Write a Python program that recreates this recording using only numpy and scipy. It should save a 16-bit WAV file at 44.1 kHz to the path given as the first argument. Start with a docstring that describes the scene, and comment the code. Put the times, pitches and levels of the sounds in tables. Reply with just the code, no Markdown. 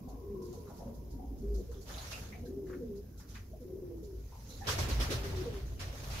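"""Pigeons bathe in a shallow plastic tub in a coop while others coo nearby; one bird beats its wings and flies.
From the start a blurred flock, a low hum, a thin hiss and a soft wet rustle, all of coloured noise, fill the shed;
a far whine of two sinking resonances stops early. Throaty coos, near-sines chopped by a roll, begin at once, with
slops as noise bursts in water resonances and flicks as bright puffs. Bouts of rustle and droplets follow, then
wing strokes, puffs over low thumps, which crowd together late on; a faint squeak falls midway."""
import sys
import numpy as np
from scipy import signal
from scipy.io import wavfile
from scipy.ndimage import uniform_filter1d

SR = 44100
rng = np.random.default_rng(int(sys.argv[2]) if len(sys.argv) > 2 else 0)


def unload_wav(signal):
    """Save mono or channel-first audio to the path in sys.argv[1] as 16-bit WAV at rate SR, clipped to [-1, 1]."""
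    wavfile.write(
        sys.argv[1],
        SR,
        np.round(np.clip(np.atleast_2d(signal).T, -1, 1) * 32767).astype(np.int16),
    )


N = 273407


def amp(db):
    """Decibels to a linear gain."""
    return 10 ** (np.asarray(db) / 20)


def unit_rms(x):
    """Scale a signal to an rms of 1."""
    return x / np.sqrt(np.mean(x ** 2) + 1e-20)


def read_curve(points, hz):
    """Read a frequency curve, straight between its points on a log frequency axis."""
    point_hz, value = np.transpose(points)
    return np.interp(np.log(hz + 1), np.log(point_hz + 1), value)


def columns(rows):
    """Each column of a time curve at every sample."""
    time_s, *rest = np.transpose(rows)
    return [np.interp(np.arange(N) / SR, time_s, column) for column in rest]


def add(mix, start_s, sound):
    """Mix a sound in at its start time, cut at the end of the mix."""
    part = mix[..., round(start_s * SR):][..., :sound.shape[-1]]
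    part += sound[..., :part.shape[-1]]


def drift(count, size):
    """Smooth chance of rms 1 that changes over about size samples."""
    smooth = uniform_filter1d(rng.standard_normal(count), size)
    return unit_rms(uniform_filter1d(smooth, size))


def resonate(x, hz, width_hz):
    """A steep resonance: shift hz down to zero, smooth twice, shift back."""
    turn = np.exp(2j * np.pi * np.cumsum(hz * np.ones(x.shape[-1])) / SR)
    r = np.exp(-np.pi * width_hz / SR)
    smooth = signal.lfilter([(1 - r) ** 2], [1, -2 * r, r * r], x / turn)
    return 2 * (turn * smooth).real


# how alike left and right are: frequency_hz, likeness (1 same, 0 unrelated, below 0 opposed)
LIKENESS = [(60, .99), (150, .96), (300, .82), (640, .5), (1400, -.15), (3000, 0), (15000, 0)]
# how far the sound leans left: frequency_hz, left_over_right_db
LEFT_LEAN = [(100, -5), (300, 0.6), (700, 1), (1400, 1), (2400, 0), (4400, -5), (7000, -6), (9000, 3.5),
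             (15000, -1.5)]


def noise(colour, patchy_db, size=512):
    """Stereo noise in drifting patches, alike in the bass, slightly opposed in the mids, unrelated in the treble."""
    hz = np.fft.rfftfreq(size, 1 / SR)
    a, b, c, d, patches = rng.standard_normal((N * 4 // size + 5, len(hz), 5)).T
    patches = unit_rms(uniform_filter1d(uniform_filter1d(patches, 9, 0), 9, 1))
    same = np.clip(read_curve(LIKENESS, hz), -1, 1)[:, None]
    lean = amp(read_curve(LEFT_LEAN, hz) / 2)[:, None]
    left = a + 1j * b
    right = same * left + np.sqrt(1 - same ** 2) * (c + 1j * d)
    spectrum = np.array([left * lean, right / lean])
    spectrum *= amp(read_curve(colour, hz)[:, None] + patchy_db * patches)
    out = signal.istft(spectrum, nperseg=size, noverlap=size * 3 // 4)[1][:, :N]
    return out / np.sqrt(np.mean(out.mean(0) ** 2))


def grain(spread_db):
    """Quick flicker of barbs slipping and droplets landing."""
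    return unit_rms(amp(spread_db * drift(N, size=60)))


def puffs(rows, crest_db, rise_s, bend):
    """Envelope of puffs that rise quickly and die by their own t60; bend over 1 holds them before the fall."""
    t = np.arange(SR // 2) / SR
    power = np.zeros(N)
    for time_s, peak_db, t60_s in rows:
        fall = amp(peak_db - crest_db - 60 * (t / t60_s) ** bend)
        add(power, time_s - rise_s, (fall * (1 - np.exp(-t / rise_s))) ** 2)
    return np.sqrt(power)


def coo(rows, roll_hz, roll_db, uneven, octave_db, steadied=0):
    """A closed-beak note: a wavering, breathy near-sine in the swollen throat, chopped by a roll.

    The roll starts shut and may even out; rows are time_s, pitch_hz, level_db.
    """
    time_s, hz, db = np.transpose(rows)
    t = np.arange(time_s[0], time_s[-1], 1 / SR)
    pitch = np.interp(t, time_s, hz)
    turns = np.cumsum(pitch * (1 + .019 * drift(len(t), size=300))) / SR
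    depth_db = roll_db * np.linspace(1, 1 - steadied, len(t))
    roll_turns = np.cumsum(roll_hz * (1 + uneven * drift(len(t), size=1500))) / SR
    roll = amp(-depth_db * np.cos(2 * np.pi * roll_turns))
    breath = amp(-10.5) * unit_rms(resonate(rng.standard_normal(len(t)), pitch, 110.))
    tone = np.sin(2 * np.pi * turns) + amp(octave_db) * np.sin(4 * np.pi * turns) + breath
    level = amp(np.interp(t, time_s, db)) * signal.windows.tukey(len(t), .15)
    return time_s[0], level * unit_rms(tone * roll)


# the rest of the flock, further off: time_s, level_db
FLOCK_LEVEL = [(0, -54), (1.35, -52), (2.0, -55.5), (2.78, -53), (3.4, -60.5), (3.9, -51.5), (4.3, -60.5),
               (5.1, -49), (5.5, -51.5), (6.2, -56.5)]
# colour of the blurred coos: frequency_hz, density_db_per_hz
FLOCK_COLOUR = [(82, -21), (140, -1), (264, -0.5), (312, -6), (373, -4), (429, -3), (778, -24), (965, -29),
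                (1300, -39), (1690, -98), (2860, -120)]


def flock():
    """Many far coos blur into a patchy wash."""
    return amp(columns(FLOCK_LEVEL)[0]) * noise(FLOCK_COLOUR, patchy_db=2.2, size=2048)


# low rumble of the shed and of wing downdraught: time_s, hum_db, thud_db
RUMBLE_LEVEL = [(0, -47, -51), (.65, -54.5, -51.5), (1.1, -46, -49), (1.5, -39, -53), (2.38, -52.5, -48),
                (2.9, -49.5, -53.5), (3.4, -50, -51.5), (4.5, -50.5, -51.5), (4.83, -39.5, -34.5),
                (5.55, -40, -43), (5.75, -41.5, -46), (6.2, -40, -41.5)]
# resonances of the hum: frequency_hz, width_hz, level_db
HUM_MODES = [(55.5, 10, 9), (65.6, 2, 0)]
# resonances of the thud: frequency_hz, width_hz, level_db
THUD_MODES = [(86.8, 45.6, 1.5), (116, 23.6, -10)]


def low_modes(air, modes):
    """Air noise ringing in a few low resonances."""
    return unit_rms(sum(amp(db) * unit_rms(resonate(air, hz, width_hz)) for hz, width_hz, db in modes))


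def rumble():
    """Noise in a few low resonances, nearly the same left and right; the hum wavers."""
    hum_db, thud_db = columns(RUMBLE_LEVEL)
    air = rng.standard_normal(N) + 0.11 * rng.standard_normal((2, N))
    waver = unit_rms(amp(1.3 * drift(N, size=6000)))
    return amp(hum_db) * waver * low_modes(air, HUM_MODES) + amp(thud_db) * low_modes(air, THUD_MODES)


WHINE_START_HZ, SINK_HZ_PER_S = 1000, 45
WHINE_DB, WHINE_LOUDEST_S, WHINE_SWELL_DB_PER_S = -64.5, 0.62, 9
WHINE_WAVER_DB, WHINE_END_S, WHINE_FADE_S = 1.7, 1.36, 0.067
UPPER_START_DB, UPPER_FADE_DB_PER_S = 4.5, 11.5  # upper line relative to the lower


def whine():
    """A fuzzy pair of noise resonances that sinks, swells, wavers and ends."""
    t = np.arange(N) / SR
    hz = WHINE_START_HZ - SINK_HZ_PER_S * t
    air = rng.standard_normal(N) + 2.3 * rng.standard_normal((2, N))
    db = WHINE_DB - WHINE_SWELL_DB_PER_S * abs(t - WHINE_LOUDEST_S) + WHINE_WAVER_DB * drift(N, size=4000)
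    ending = np.clip((WHINE_END_S - t) / WHINE_FADE_S, 0, 1)
    lower = unit_rms(resonate(air, hz, 32.))
    upper = amp(UPPER_START_DB - UPPER_FADE_DB_PER_S * t) * unit_rms(resonate(air, hz * 1.065, 76.0))
    return ending * amp(db) * (lower + upper)


# colour of the thin hiss: frequency_hz, density_db_per_hz
HISS_COLOUR = [(590, -33), (1000, -0.5), (1320, -28), (2840, -22), (4500, -28), (4880, -5.5), (6510, -8.5),
               (8190, -20.5), (11600, -3), (15600, -4.5)]
HISS_DB = -70.5


def hiss():
    """A steady, slightly patchy noise."""
    return amp(HISS_DB) * noise(HISS_COLOUR, patchy_db=1.0)


DROPS_PER_S, DROP_LOW_HZ, DROP_HIGH_HZ, DROP_CYCLES = 250, 1090, 6400, 3.8  # rate is per channel


def droplets():
    """Sparse plips: a few cycles that glide up, each with its own random moment, side, size and pitch."""
    size = amp(3.4 * np.minimum(rng.exponential(1, (2, N)), 4))
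    falls = (rng.random((2, N)) < DROPS_PER_S / SR) * size
    kind = rng.integers(0, 10, (2, N))
    out = np.zeros((2, N))
    for k, hz in enumerate(np.geomspace(DROP_LOW_HZ, DROP_HIGH_HZ, num=10)):
        cycles = np.arange(0, 3 * DROP_CYCLES, hz / SR)
        plip = np.exp(-2 * cycles / DROP_CYCLES) * np.sin(2 * np.pi * cycles * (1 + .006 * cycles))
        out = out + signal.oaconvolve(falls * (kind == k), plip[None], axes=1)[:, :N]
    return unit_rms(out)


# bouts of feathers shaken and water stirred: start_s, length_s, first_db, last_db, dullness (0-1)
RUSTLE_BOUTS = [(.5, 0.3, -70, -67.5, .18), (1.425, 0.47, -74, -70, .3), (1.891, 0.3, -53, -52, 0.68),
                (2.68, 0.048, -70, -70, .35), (3.305, 0.058, -62.5, -66.5, 0.4),
                (4.097, 0.505, -75.5, -59, 0.33), (4.672, 0.52, -48.5, -47.5, 1),
                (5.31, 0.28, -53, -57.5, 1), (5.675, 0.09, -63.5, -66.5, 0.5),
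                (5.816, 0.075, -54.5, -53, 0.98), (5.956, 0.3, -55.5, -49.5, 0.71)]
# colour of dry feathers: frequency_hz, density_db_per_hz
DRY_COLOUR = [(710, -17), (1200, -41), (1380, -2), (1570, -19), (2440, -22), (3900, -5), (6530, -1),
              (8640, -15.5), (11400, -4.5), (15600, -21)]
# colour of wet splashing: frequency_hz, density_db_per_hz
WET_COLOUR = [(290, -73), (500, -7), (537, 2.5), (737, -3.5), (1240, -7), (2650, -10), (2890, -10.5),
              (5940, -15), (8150, -24), (15600, -22)]
STILL_DB, STILL_DULLNESS = -75, 0.74  # steady rustle under the bouts
STIR_S, SETTLE_DB_PER_S = 0.043, 77
DROPS_DB = -8  # droplets relative to the wet level


def rustle():
    """Each bout stirs up quickly, holds and settles; its dullness divides it between dry and wet rustle."""
    t = np.arange(N) / SR
    power = np.outer([1 - STILL_DULLNESS, STILL_DULLNESS], amp(2 * STILL_DB) * np.ones(N))
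    for start_s, length_s, first_db, last_db, dull in RUSTLE_BOUTS:
        end_s = start_s + length_s
        db = np.interp(t, [start_s, end_s], [first_db, last_db])
        db = db - SETTLE_DB_PER_S * np.maximum(t - start_s - length_s, 0)
        stir = np.clip(1 + (t - start_s) / STIR_S, 0, 1)
        power = power + np.outer(np.clip([1 - dull, dull], 0, 1), (amp(db) * stir) ** 2)
    dry_level, wet_level = np.sqrt(abs(power))
    feathers = dry_level * noise(DRY_COLOUR, patchy_db=2.5)
    splashing = wet_level * noise(WET_COLOUR, patchy_db=2.0)
    return grain(spread_db=1.0) * (feathers + splashing) + amp(DROPS_DB) * wet_level * droplets()


# rolled notes that throb: start_s, length_s, first_hz, last_hz, level_db, swell_db
ROLLED_NOTES = [(.03, 0.15, 256, 268, -52.5, 3), (1.12, 0.28, 264.8, 281, -51.5, 1.5),
                (2.29, 0.38, 199, 305.4, -57, 10.5), (3.58, 0.5, 263, 289, -52.5, -44),
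                (.15, 0.11, 468, 472, -59, -4), (.37, 0.13, 463, 461.5, -58, 6),
                (.85, 0.1, 572, 528, -47, -18), (1.56, 0.059, 468, 480, -63, 10.5),
                (2.41, 0.11, 490, 499, -54.5, -3), (2.68, 0.11, 522, 490, -60, -2),
                (3.59, 0.18, 494, 532, -53, -12), (3.79, .18, 538, 477, -65.5, 10.5)]


def rolled_notes():
    """Gliding throat notes under a slow, deep roll."""
    out = np.zeros(N)
    for start_s, length_s, first_hz, last_hz, db, swell_db in ROLLED_NOTES:
        rows = [(start_s, first_hz, db), (start_s + length_s, last_hz, db + swell_db)]
        add(out, *coo(rows, roll_hz=12.5, roll_db=8, uneven=.04, octave_db=-32))
    return out


# slops and gurgles in the tub: time_s, level_db, pitch_hz, width_hz, t60_s
TUB_SLOPS = [(.07, -52, 723, 200, 0.49), (.53, -55.5, 700, 300, 0.23), (0.668, -58.5, 1190, 487, 0.37),
             (.694, -52, 680, 293, .29), (.79, -49.5, 645, 293, 0.53), (.87, -53, 710, 509, 0.15),
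             (1.18, -51, 762, 99, 0.55), (1.714, -61, 1110, 800, 0.33), (1.74, -64, 3450, 700, 0.26),
             (1.892, -45.5, 1500, 500, 0.087), (1.939, -46, 3480, 900, 0.082),
             (1.97, -42.5, 727, 121, 0.14), (1.979, -46, 4100, 1200, 0.18), (2.123, -40.5, 2660, 340, 0.16),
             (2.219, -57.5, 1520, 900, 0.31), (2.323, -50, 2180, 457, 0.21), (2.335, -55.5, 700, 119, 0.59),
             (2.454, -56, 1670, 170, 0.12), (2.664, -66, 1730, 895, 0.46), (2.696, -56.5, 1430, 788, 0.33),
             (2.73, -50.5, 1470, 900, 0.1), (3.198, -61.5, 1300, 1216, 0.36),
             (3.352, -53, 1840, 1290, 0.23), (3.525, -50, 653, 130, 0.17), (4.319, -57.5, 896, 282, 0.61),
             (4.499, -57, 4040, 600, 0.51), (4.605, -43.5, 796, 110, 0.25), (4.682, -38, 1530, 420, 0.19),
             (4.609, -54.5, 1780, 200, 0.57)]


def slops():
    """Each slop is a rough burst in one resonance of the water; narrow ones build up more slowly."""
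    t = np.arange(SR // 3) / SR
    out = np.zeros((2, N))
    for time_s, db, hz, width_hz, t60_s in TUB_SLOPS:
        water = rng.standard_normal(len(t)) + rng.standard_normal((2, len(t)))
        gurgle = unit_rms(resonate(water, hz, width_hz))
        side_db = read_curve(LEFT_LEAN, hz) * np.c_[[.5, -.5]]
        build_up = 1 - np.exp(-t * width_hz / 1.3)
        add(out, time_s, amp(db - 60 * t / t60_s + side_db) * gurgle * build_up)
    return out


# dry feathers flicked or preened: time_s, peak_db
FEATHER_FLICKS = [(.088, -57.5), (.4224, -55.5), (.453, -56.5), (.531, -53), (.7694, -57), (.9457, -59),
                  (1.1094, -58), (1.3814, -60.5), (1.5464, -52.5), (1.5863, -57), (1.718, -55.5),
                  (1.8143, -53), (2.4574, -56), (2.9602, -57.5), (3.1797, -54), (3.1991, -54.5),
                  (3.2909, -54.5), (3.6082, -60.5), (3.973, -64.5), (4.0353, -56.5), (4.4962, -49.5)]


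def flicks():
    """Light, bright puffs of dry feather noise."""
    rows = [(time_s, peak_db, .17) for time_s, peak_db in FEATHER_FLICKS]  # t60 in s
    level = puffs(rows, crest_db=6.0, rise_s=0.0073, bend=1.28)
    return grain(spread_db=0.5) * level * noise(DRY_COLOUR, patchy_db=2.5)


# the nearer bird's long notes: start_s, length_s, top_place (0-1), top_hz, last_hz, level_db, end_swell_db
LONG_NOTES = [(.2, .35, 0.3, 409, 353.2, -45.5, -2), (1.416, 0.213, 0.39, 423, 355, -44.5, -0.5),
              (2.45, 0.37, .4, 405.3, 355.4, -45, 0), (3.633, .4, 0.4, 391.8, 321.6, -45.5, -5.5),
              (5.087, 0.36, 0.44, 402, 360.4, -48.5, 11)]
CLIMB, SOFT_START_DB = .92, -5  # first pitch over top pitch; start relative to the top
SLUMP, SLUMP_S = .589, .0595  # share of the sag done soon after the top, and how soon


def long_notes():
    """The nearer bird's note climbs to a top and sags while its roll evens out."""
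    out = np.zeros(N)
    for start_s, length_s, place, top_hz, last_hz, db, swell_db in LONG_NOTES:
        top_s = start_s + place * length_s
        rows = [(start_s, CLIMB * top_hz, db + SOFT_START_DB),
                (top_s, top_hz, db),
                (top_s + SLUMP_S, top_hz + SLUMP * (last_hz - top_hz), db),
                (start_s + length_s, last_hz, db + swell_db)]
        add(out, *coo(rows, roll_hz=30, roll_db=5.5, uneven=.4, octave_db=-45, steadied=.75))
    return out


# a deeper bird's held notes: start_s, length_s, first_hz, last_hz, level_db
DEEP_NOTES = [(.29, 0.15, 210.5, 197, -49), (.85, 0.085, 233, 231, -47.5), (1.02, 0.1, 255, 273, -58),
              (1.4, .24, 231, 198.7, -48.5), (2.75, .25, 289.2, 179.6, -46)]
DEEP_PEAK, DEEP_RISE_DB, DEEP_FADE_DB = 0.084, -1, -5  # loudest place 0-1; start and end relative to it


def deep_notes():
    """A deeper throat with a stronger octave, loudest soon after each start."""
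    out = np.zeros(N)
    for start_s, length_s, first_hz, last_hz, db in DEEP_NOTES:
        rows = [(start_s, first_hz, db + DEEP_RISE_DB),
                (start_s + DEEP_PEAK * length_s, first_hz + DEEP_PEAK * (last_hz - first_hz), db),
                (start_s + length_s, last_hz, db + DEEP_FADE_DB)]
        add(out, *coo(rows, roll_hz=29.0, roll_db=1.5, uneven=.15, octave_db=-15.5))
    return out


# the nearer bird's short closing notes: start_s, length_s, first_hz, settled_hz, level_db, fade_db
CLOSING_NOTES = [(0.567, 0.13, 472.4, 391, -52.5, -1.5), (1.683, 0.14, 470.4, 378, -52, -6.5),
                 (2.8, 0.22, 487.7, 404, -47, 0.5), (4.021, .2, 438.3, 371, -47.5, -8.5),
                 (5.45, 0.19, 490.3, 397, -42.5, -9.5)]
DROP_S = 0.11  # time the pitch takes to settle
THROB_HZ, THROB_DB = 11.7, 2.5  # the note comes in pushes


def closing_notes():
    """The nearer bird's short note starts high and drops while its level throbs."""
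    out = np.zeros(N)
    for start_s, length_s, first_hz, settled_hz, db, fade_db in CLOSING_NOTES:
        t = np.linspace(0, length_s, 24)
        pitch = np.interp(t, [0, DROP_S], [first_hz, settled_hz])
        throb_db = THROB_DB * np.cos(2 * np.pi * THROB_HZ * (t - .03))
        rows = np.c_[start_s + t, pitch, db + fade_db * t / length_s + throb_db]
        add(out, *coo(rows, roll_hz=32, roll_db=2, uneven=.4, octave_db=-45))
    return out


# wing strokes: time_s, peak_db, t60_s, thump_over_puff_db
WING_STROKES = [(1.9021, -49.5, 0.11, 10.5), (2.118, -32.5, 0.074, -12), (3.349, -45.5, 0.12, -14),
                (4.6776, -21.5, .17, -8), (4.786, -26.5, 0.17, 1), (4.89, -29.5, 0.15, 2.5),
                (5.005, -27, 0.14, -1.5), (5.1083, -26.5, 0.14, 3.5), (5.2394, -38, 0.2, -1.5),
                (5.3614, -41, 0.26, -9), (5.5294, -47, 0.23, 2), (5.8004, -34.5, 0.14, -9),
                (6.0408, -35.5, 0.051, -15), (6.108, -38.5, 0.49, -11)]
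# colour of air through the feathers: frequency_hz, density_db_per_hz
STROKE_COLOUR = [(290, -54), (500, -11), (915, -4.5), (1010, 0), (2200, -2.5), (3290, -3), (5770, -3.5),
                 (8510, -16), (12000, -12), (15600, -25)]
# colour of air pushed by a stroke: frequency_hz, density_db_per_hz
THUMP_COLOUR = [(40, -47), (85, 3.5), (160, -10.5), (300, -5), (600, -8), (1200, -57)]


def wing_strokes():
    """Each stroke is a puff of air through the feathers over a low thump."""
    time_s, db, t60_s, thump_db = np.transpose(WING_STROKES)
    puff_level = puffs(zip(time_s, db, t60_s), crest_db=11.5, rise_s=0.009, bend=2.05)
    thump_level = puffs(zip(time_s, db + thump_db, t60_s), crest_db=8.5, rise_s=0.025, bend=2.12)
    strokes = puff_level * noise(STROKE_COLOUR, patchy_db=2.5)
    thumps = thump_level * noise(THUMP_COLOUR, patchy_db=-0.5, size=2048)
    return grain(spread_db=0.5) * strokes + thumps


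# a faint falling squeak: time_s, pitch_hz, level_db
SQUEAK_GLIDE = [(3.01, 1680, -79), (3.19, 1480, -81)]


def squeak():
    """One high, breathy note that falls under a fast, rough roll."""
    out = np.zeros(N)
    add(out, *coo(SQUEAK_GLIDE, roll_hz=87.0, roll_db=11.0, uneven=0.38, octave_db=-30.))
    return out


def shed(x, t60_s):
    """Echo of the shed: sparse taps of random sign, partly shared by left and right, dying away."""
    taps = np.zeros((2, SR // 2))
    jitter = rng.integers(0, 20, (2, (SR // 2 - 301) // 20))
    at = np.arange(300, SR // 2 - 20, 20) + jitter
    np.put_along_axis(taps, at, rng.choice([-1., 1.], at.shape), 1)
    taps[1] += 0.22 * taps[0]
    taps *= amp(-60 * np.arange(SR // 2) / SR / t60_s)
    taps /= np.linalg.norm(taps, axis=1, keepdims=True)
    return signal.fftconvolve(x, taps, axes=1)[:, :N]


def scene():
    """Voices slightly left, near water and wings, their echo in the shed, and the background layers."""
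    birds = rolled_notes() + long_notes() + deep_notes() + closing_notes() + squeak()
    voices = birds * amp([[.3], [-.3]])
    near = slops() + flicks() + wing_strokes()
    room = amp(-7) * shed(voices, t60_s=.25) + amp(-9) * shed(near, t60_s=.25)
    background = flock() + rumble() + whine() + hiss() + rustle()
    return voices + near + room + background


def record(dry):
    """The band limit: a steep low-pass at 15680 Hz."""
    edge = signal.firwin(1023, 15680, window=("kaiser", 9), fs=SR)
    return signal.oaconvolve(dry, edge[None], "same", axes=1)


dry = scene()
out = record(dry)
unload_wav(out)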